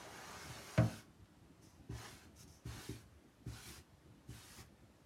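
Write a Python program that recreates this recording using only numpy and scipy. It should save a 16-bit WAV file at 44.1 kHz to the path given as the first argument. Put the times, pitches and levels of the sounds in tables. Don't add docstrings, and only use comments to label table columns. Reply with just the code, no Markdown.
import sys
import numpy as np
from scipy import signal
from scipy.fft import rfft, irfft, next_fast_len
from scipy.io import wavfile
from scipy.ndimage import uniform_filter1d, map_coordinates

SR = 44100
rng = np.random.default_rng(int(sys.argv[2]) if len(sys.argv) > 2 else 0)


def transcribe(signal):
    frames = np.atleast_2d(signal).T
    limited = np.clip(frames, -1, 1)
    pcm = np.round(limited * 32767).astype(np.int16)
    wavfile.write(sys.argv[1], SR, pcm)


def ratio_of_db(decibels):
    return 10 ** (np.asarray(decibels, float) / 20)


N = 222998


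# time in seconds, drag level in dB, pressure in dB.
NIB_STROKES = [
    [(0, -60, 5), (.1, -63.5, 2), (.24, -59, 2), (.46, -58.5, -0.5), (.66, -60.5, -2.5), (.92, -59.5, -3),
     (1.0, -62, -8.5)],
    [(1.91, -69, 2), (1.97, -60.5, -1), (2.06, -58, 0), (2.15, -64, -8.5), (2.21, -69, -5), (2.25, -69, -2)],
    [(2.665, -64, -4), (2.73, -60.5, -3), (2.82, -58.5, -5.5), (2.92, -61, -9), (3.02, -71.5, -9.5)],
    [(3.475, -66.5, -4), (3.54, -62, -5), (3.62, -61.5, -9.5), (3.69, -58.5, -14.5), (3.78, -62.5, -7)],
    [(4.295, -68.5, -14), (4.36, -64, -6), (4.5, -63.5, -12.5), (4.61, -61, -7.5)],
]


def strokes():
    t = np.arange(N) / SR
    s, _, pressure_db = np.transpose(sum(NIB_STROKES, []))
    drags = []
    for rows in NIB_STROKES:
        at, db, _ = np.transpose(rows)
        touch = plateau(at[0], at[-1] - at[0], 0, rise_db_per_s=750, fall_db_per_s=352)
        drags.append(np.interp(t, at, db) + touch)
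    return np.max(drags, axis=0), np.interp(t, s, pressure_db)


# frequency in Hz, level in dB per Hz.
PAPER_COLOUR = [(240, -17), (400, 1), (459, -8.5), (694, -4), (761, -3.5), (1280, -6.5), (1490, -6),
                (2030, -8.5), (3120, -11), (3860, -14.5), (6500, -13.5), (11300, -20), (15600, -26)]
# frequency in Hz, width in Hz, level in dB.
BOARD_RESONANCES = [(765, 77, -9), (1017, 22, -2.5), (1530, 44, -1), (2280, 52, -8), (2206, 38, 16)]
# frequency in Hz, width in Hz, level in dB.
NIB_RESONANCES = [(3440, 350, -13.5), (4250, 370, -3.5), (5650, 710, -5), (6490, 140, -0.5)]
# frequency in Hz, width in Hz, level in dB.
FIBRE_RESONANCES = [(9200, 190, 6), (11060, 550, 6), (13100, 1200, -36)]


def marker():
    nib_db, table_db = strokes()
    sheet_db = 0.51 * table_db
    fizz_db = -6 - 0.42 * table_db

    def scrape(peaks, share, lo_hz, hi_hz, patchy_db, spiky_db):
        def colour(f):
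            body = 1 + share * np.abs(resonances(peaks, f))
            return ratio_of_db(along(PAPER_COLOUR, f)) * body * band(f, lo_hz, hi_hz)
        return grain(colour, patchy_db, spiky_db)

    table = scrape(BOARD_RESONANCES, 0.41, 356, 1070, patchy_db=2.15, spiky_db=1.5)
    sheet = scrape(BOARD_RESONANCES, 0.24, 1190, 1850, patchy_db=3.3, spiky_db=-0.6)
    nib = scrape(NIB_RESONANCES, 1.0, 2210, 7140, patchy_db=3.5, spiky_db=0.7)
    fizz = scrape(FIBRE_RESONANCES, 0.37, 6600, 18000, patchy_db=4.0, spiky_db=1.2)
    friction = ratio_of_db(nib_db + 0.6 * wobble(14))
    return friction * (nib + ratio_of_db(table_db) * table + ratio_of_db(sheet_db) * sheet + ratio_of_db(fizz_db) * fizz)


# middle in seconds, length in seconds, pitch in Hz, level in dB.
SQUEAK_TONES = [(1.03, .1, 1100, -70), (2.03, .16, 1750, -64), (2.02, .14, 1250, -66),
                (2.8, .16, 1500, -66), (3.61, .18, 1490, -66), (3.69, .16, 2290, -70),
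                (4.36, .18, 11850, -72), (4.53, .14, 9300, -75), (4.49, .12, 1900, -65),
                (4.49, .1, 1690, -68), (4.605, .09, 1900, -66), (4.59, .08, 12800, -71)]


def squeaks():
    t = np.arange(N) / SR
    out = np.zeros(N)
    for s, length, hz, db in SQUEAK_TONES:
        waver = unit(wobble(min(hz / 16, 330)))
        out += ratio_of_db(db) * swell(s, length) * waver * np.sin(2 * np.pi * hz * t)
    return out


# start in seconds, hold in seconds, level in dB, fade in dB per s.
HAND_BRUSHES = [
    (1.625, .035, -69, 250),
    (1.69, .07, -79, 150),
    (2.365, .03, -65, 300),
    (2.4, .035, -63, 900),
    (2.48, .075, -68.5, 200),
]
# frequency in Hz, level in dB per Hz.
SKIN_COLOUR = [(1470, -17), (2500, -17.5), (3070, -20), (3870, -15), (4240, -19), (4980, -10.5), (6070, -7),
               (7350, -15), (10900, -15), (15600, -28)]


def hand():
    def colour(f):
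        return ratio_of_db(along(SKIN_COLOUR, f)) * (1 + 0.65 * np.abs(resonances([(5670, 740, 0)], f)))

    gain = sum(ratio_of_db(plateau(s, hold, db, 1300, fade)) for s, hold, db, fade in HAND_BRUSHES)
    return gain * grain(colour, patchy_db=3.0)


# time in seconds, peak in dB, upper modes in dB, contact in ms,
# free ringing in seconds.
NIB_LANDINGS = [
    (0.494, -46.5, -9, 1.26, 0.036),
    (1.891, -40.5, 2, 1.33, 0.068),
    (2.65, -40, 0, 1.53, 0.059),
    (2.887, -40.5, 5, 1.1, 0.042),
    (3.459, -39, 1, 1.67, 0.049),
    (4.284, -43, 3.5, 1.94, 0.042),
]
# frequency in Hz, level in dB, decay t60 in seconds.
LANDING_MODES = [(115.8, 4, 0.87), (171.5, -1.5, 0.12), (243.6, -4, 0.14), (305, -4, 0.17),
                 (384.6, -0.5, 0.11), (454, -31, 0.043)]


def landings():
    out = np.zeros(N)
    for s, db, upper_db, contact_ms, free in NIB_LANDINGS:
        modes = [(hz, level + upper_db * (hz > 200), t60) for hz, level, t60 in LANDING_MODES]
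        sway = ringing([(66.1, 3, 1.0)], 1.13)
        ring = ringing(modes, 0.19) + sway
        t = np.arange(len(ring)) / SR
        damping_db = -18 / (1 + np.exp((free - t) / .005))
        out += signal.fftconvolve(push(s, db - 3, contact_ms), ring * ratio_of_db(damping_db))[:N]
    return out


# time in seconds, level in dB, contact in ms.
RAP_BLOWS = [
    (.777, -37, 0.16),
    (0.7816, -23, 2.13),
    (0.786, -39, 0.8),
    (.789, -28, 2.3),
    (.795, -35.5, 0.72),
]
# frequency in Hz, level in dB, decay t60 in seconds.
TABLE_MODES = [(119, 4.5, .23), (99, -6, .2), (167, -6.5, .36), (219, -7, .3), (306, -9, .3), (68, -4, .22),
               (255, -20, .2),
               (374, -20, 0.19), (531, -7, 0.18), (629, 4, 0.15), (696, -10, 0.2), (758, -9, 0.2),
             (994, -12, .15), (1276, -13, 0.17), (1437, -5, 0.1), (1497, -3, 0.14), (2130, -7, 0.09),
             (2280, -12, .1)]
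# frequency in Hz, level in dB per Hz.
CLATTER_COLOUR = [(300, 6.5), (650, -5.5), (1000, -0.5), (1480, 4), (1850, -4.5), (2250, 1), (3000, -7),
                  (4500, -6.5), (6500, -22), (10000, -40)]
# frequency in Hz, t60 in seconds.
CLATTER_DECAY = [(500, 0.4), (1500, 0.15), (3000, 0.06), (7000, 0.043)]


def knuckle():
    force = sum(push(*blow) for blow in RAP_BLOWS)
    ring = signal.fftconvolve(force, ringing(TABLE_MODES, 0.14))[:N]
    clatter = np.zeros(N)
    burst = dying_noise(CLATTER_DECAY)
    clatter[round(RAP_BLOWS[0][0] * SR):][:len(burst)] = burst
    return ring + ratio_of_db(-4.5) * filtered(clatter, lambda f: ratio_of_db(along(CLATTER_COLOUR, f)))


# time in seconds, level in dB, top frequency in Hz.
PAPER_SNAPS = [
    (0.777, -42, 6800),
    (1.257, -60, 4530),
]


def snaps():
    total, t = np.zeros(N), np.arange(SR // 20) / SR
    for s, db, top_hz in PAPER_SNAPS:
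        out = np.zeros(N)
        out[round(s * SR):][:len(t)] = ratio_of_db(db - 60 * t / 0.024) * rng.standard_normal(len(t))
        total += filtered(out, lambda f: band(f, 1800, top_hz))
    return total


# frequency in Hz, t60 in seconds.
ROOM_DECAY = [(200, 0.38), (2000, 0.24), (10000, 0.072)]


def walls(x):
    return signal.fftconvolve(np.pad(x, (300, 0)), dying_noise(ROOM_DECAY))[:N]


# middle in seconds, length in seconds, deep rumble in dB, creak in dB.
ARM_SHIFTS = [(.47, .14, -57, -68), (1.09, .07, -64, -74), (1.22, .08, -65, -74), (1.51, .07, -72, -67),
              (1.6, .08, -65, -80), (1.66, .1, -66, -71), (1.8, .06, -64, -75), (2.14, .1, -64, -68),
              (2.28, .1, -72, -68), (2.46, .12, -75, -70), (2.77, .12, -59, -61), (3.7, .14, -67, -64),
              (3.79, .07, -60, -68), (4.07, .08, -66, -74), (4.61, .11, -61, -65), (4.83, .1, -64, -74)]
# frequency in Hz, level in dB per Hz.
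RUMBLE_COLOUR = [(15, -45), (25, -14.5), (75, 1.5), (103, -5), (227, -10), (277, -11.5), (343, -12.5),
                 (379, -16), (500, -35), (650, -57), (1100, -120)]


def arm_rumble():
    drag_db, pressure_db = strokes()
    drag = ratio_of_db(drag_db + .5 * pressure_db)

    def rumble(rest_db, drag_share_db, shift_column, lo_hz, hi_hz, patchy_db):
        gain = ratio_of_db(rest_db + 3 * wobble(18)) + ratio_of_db(drag_share_db) * drag
        gain += sum(ratio_of_db(row[shift_column]) * swell(row[0], row[1]) for row in ARM_SHIFTS)
        return gain * grain(lambda f: ratio_of_db(along(RUMBLE_COLOUR, f)) * band(f, lo_hz, hi_hz), patchy_db)

    deep = rumble(-65.5, -12, 2, 1, 165, patchy_db=.7)
    creak = rumble(-71, -10, 3, 165, 2000, patchy_db=1.1)
    return deep + creak


# frequency in Hz, level in dB per Hz.
HISS_COLOUR = [(180, -34.5), (300, 3.5), (342, -12.5), (391, -9), (476, -7.5), (836, -10.5), (1070, -13.5),
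               (1880, -16.5), (1970, -18), (11900, -29.5), (15600, -41)]


def microphone_hiss():
    return ratio_of_db(-71) * grain(lambda f: ratio_of_db(along(HISS_COLOUR, f)) * band(f, 300, 20000), patchy_db=1.76)


def grain(colour, patchy_db, spiky_db=0):
    unevenness = np.resize(wobble(700), N + 2048)
    catches = rng.standard_normal(N + 2048) * ratio_of_db(spiky_db * unevenness)
    z = signal.stft(catches, nperseg=1024)[2]
    field = uniform_filter1d(rng.standard_normal(z.shape), 2, 0)
    field = uniform_filter1d(field, 7, 1)
    patches = ratio_of_db(patchy_db * np.clip(unit(field), -3, 2))
    noise = signal.istft(z * patches, nperseg=1024)[1][:N]
    return unit(filtered(noise, colour))


def push(s, db, contact_ms):
    force = np.zeros(N)
    shape = np.hanning(int(contact_ms * SR / 500) + 3)
    force[round(s * SR):][:len(shape)] = ratio_of_db(db) * shape / shape.sum()
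    return force


def ringing(modes, cycles):
    t = np.arange(SR * 3 // 4) / SR
    out = np.zeros(len(t))
    for k, (hz, db, t60) in enumerate(modes):
        envelope = ratio_of_db(db - 60 * t / t60) * (1 - np.exp(-t * hz / cycles))
        out += (-1) ** k * envelope * np.sin(2 * np.pi * hz * t)
    return out


def dying_noise(t60s):
    hz, t, z = signal.stft(rng.standard_normal(SR // 2), SR, nperseg=128)
    tail = signal.istft(z * ratio_of_db(-60 * t / along(t60s, hz)[:, None]), SR, nperseg=128)[1]
    return tail / np.linalg.norm(tail)


def resonances(peaks, f):
    total = 0
    for k, (c, w, db) in enumerate(peaks):
        total = total + (-1) ** k * ratio_of_db(db) * 1j * f * w / (c * c - f * f + 1j * f * w)
    return total


def plateau(start, hold, db, rise_db_per_s, fall_db_per_s):
    t = np.arange(N) / SR
    return db - rise_db_per_s * np.maximum(start - t, 0) - fall_db_per_s * np.maximum(t - start - hold, 0)


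def swell(middle, length):
    return np.cos(np.pi * np.clip((np.arange(N) / SR - middle) / length, -.5, .5)) ** 2


def wobble(rate):
    return map_coordinates(rng.standard_normal(int(N * rate / SR) + 4), [np.arange(N) * rate / SR])


def unit(x):
    return x / np.sqrt(np.mean(x ** 2) + 1e-20)


def along(points, hz):
    f, v = np.transpose(points)
    return np.interp(np.log(hz + 1), np.log(f + 1), v)


def band(f, lo_hz, hi_hz):
    return 1 / np.sqrt((1 + (lo_hz / (f + 1)) ** 8) * (1 + (f / hi_hz) ** 8))


def filtered(x, response):
    m = next_fast_len(N + SR // 2)
    return irfft(rfft(x, m) * response(np.fft.rfftfreq(m, 1 / SR)), m)[..., :N]


def scene():
    rub = marker() + squeaks() + hand()
    hits = landings() + knuckle() + snaps()
    room = walls(ratio_of_db(-12.0) * rub + ratio_of_db(-10.5) * hits)
    return (rub + hits + room + arm_rumble() + microphone_hiss())[None]


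def roll_off(x):
    return signal.sosfilt(signal.butter(12, 15710, fs=SR, output="sos"), x)


def record(dry):
    thin = filtered(dry, lambda f: (1j * f / (32 + 1j * f)) ** 5)
    return roll_off(thin)


dry = scene()
out = record(dry)
transcribe(out)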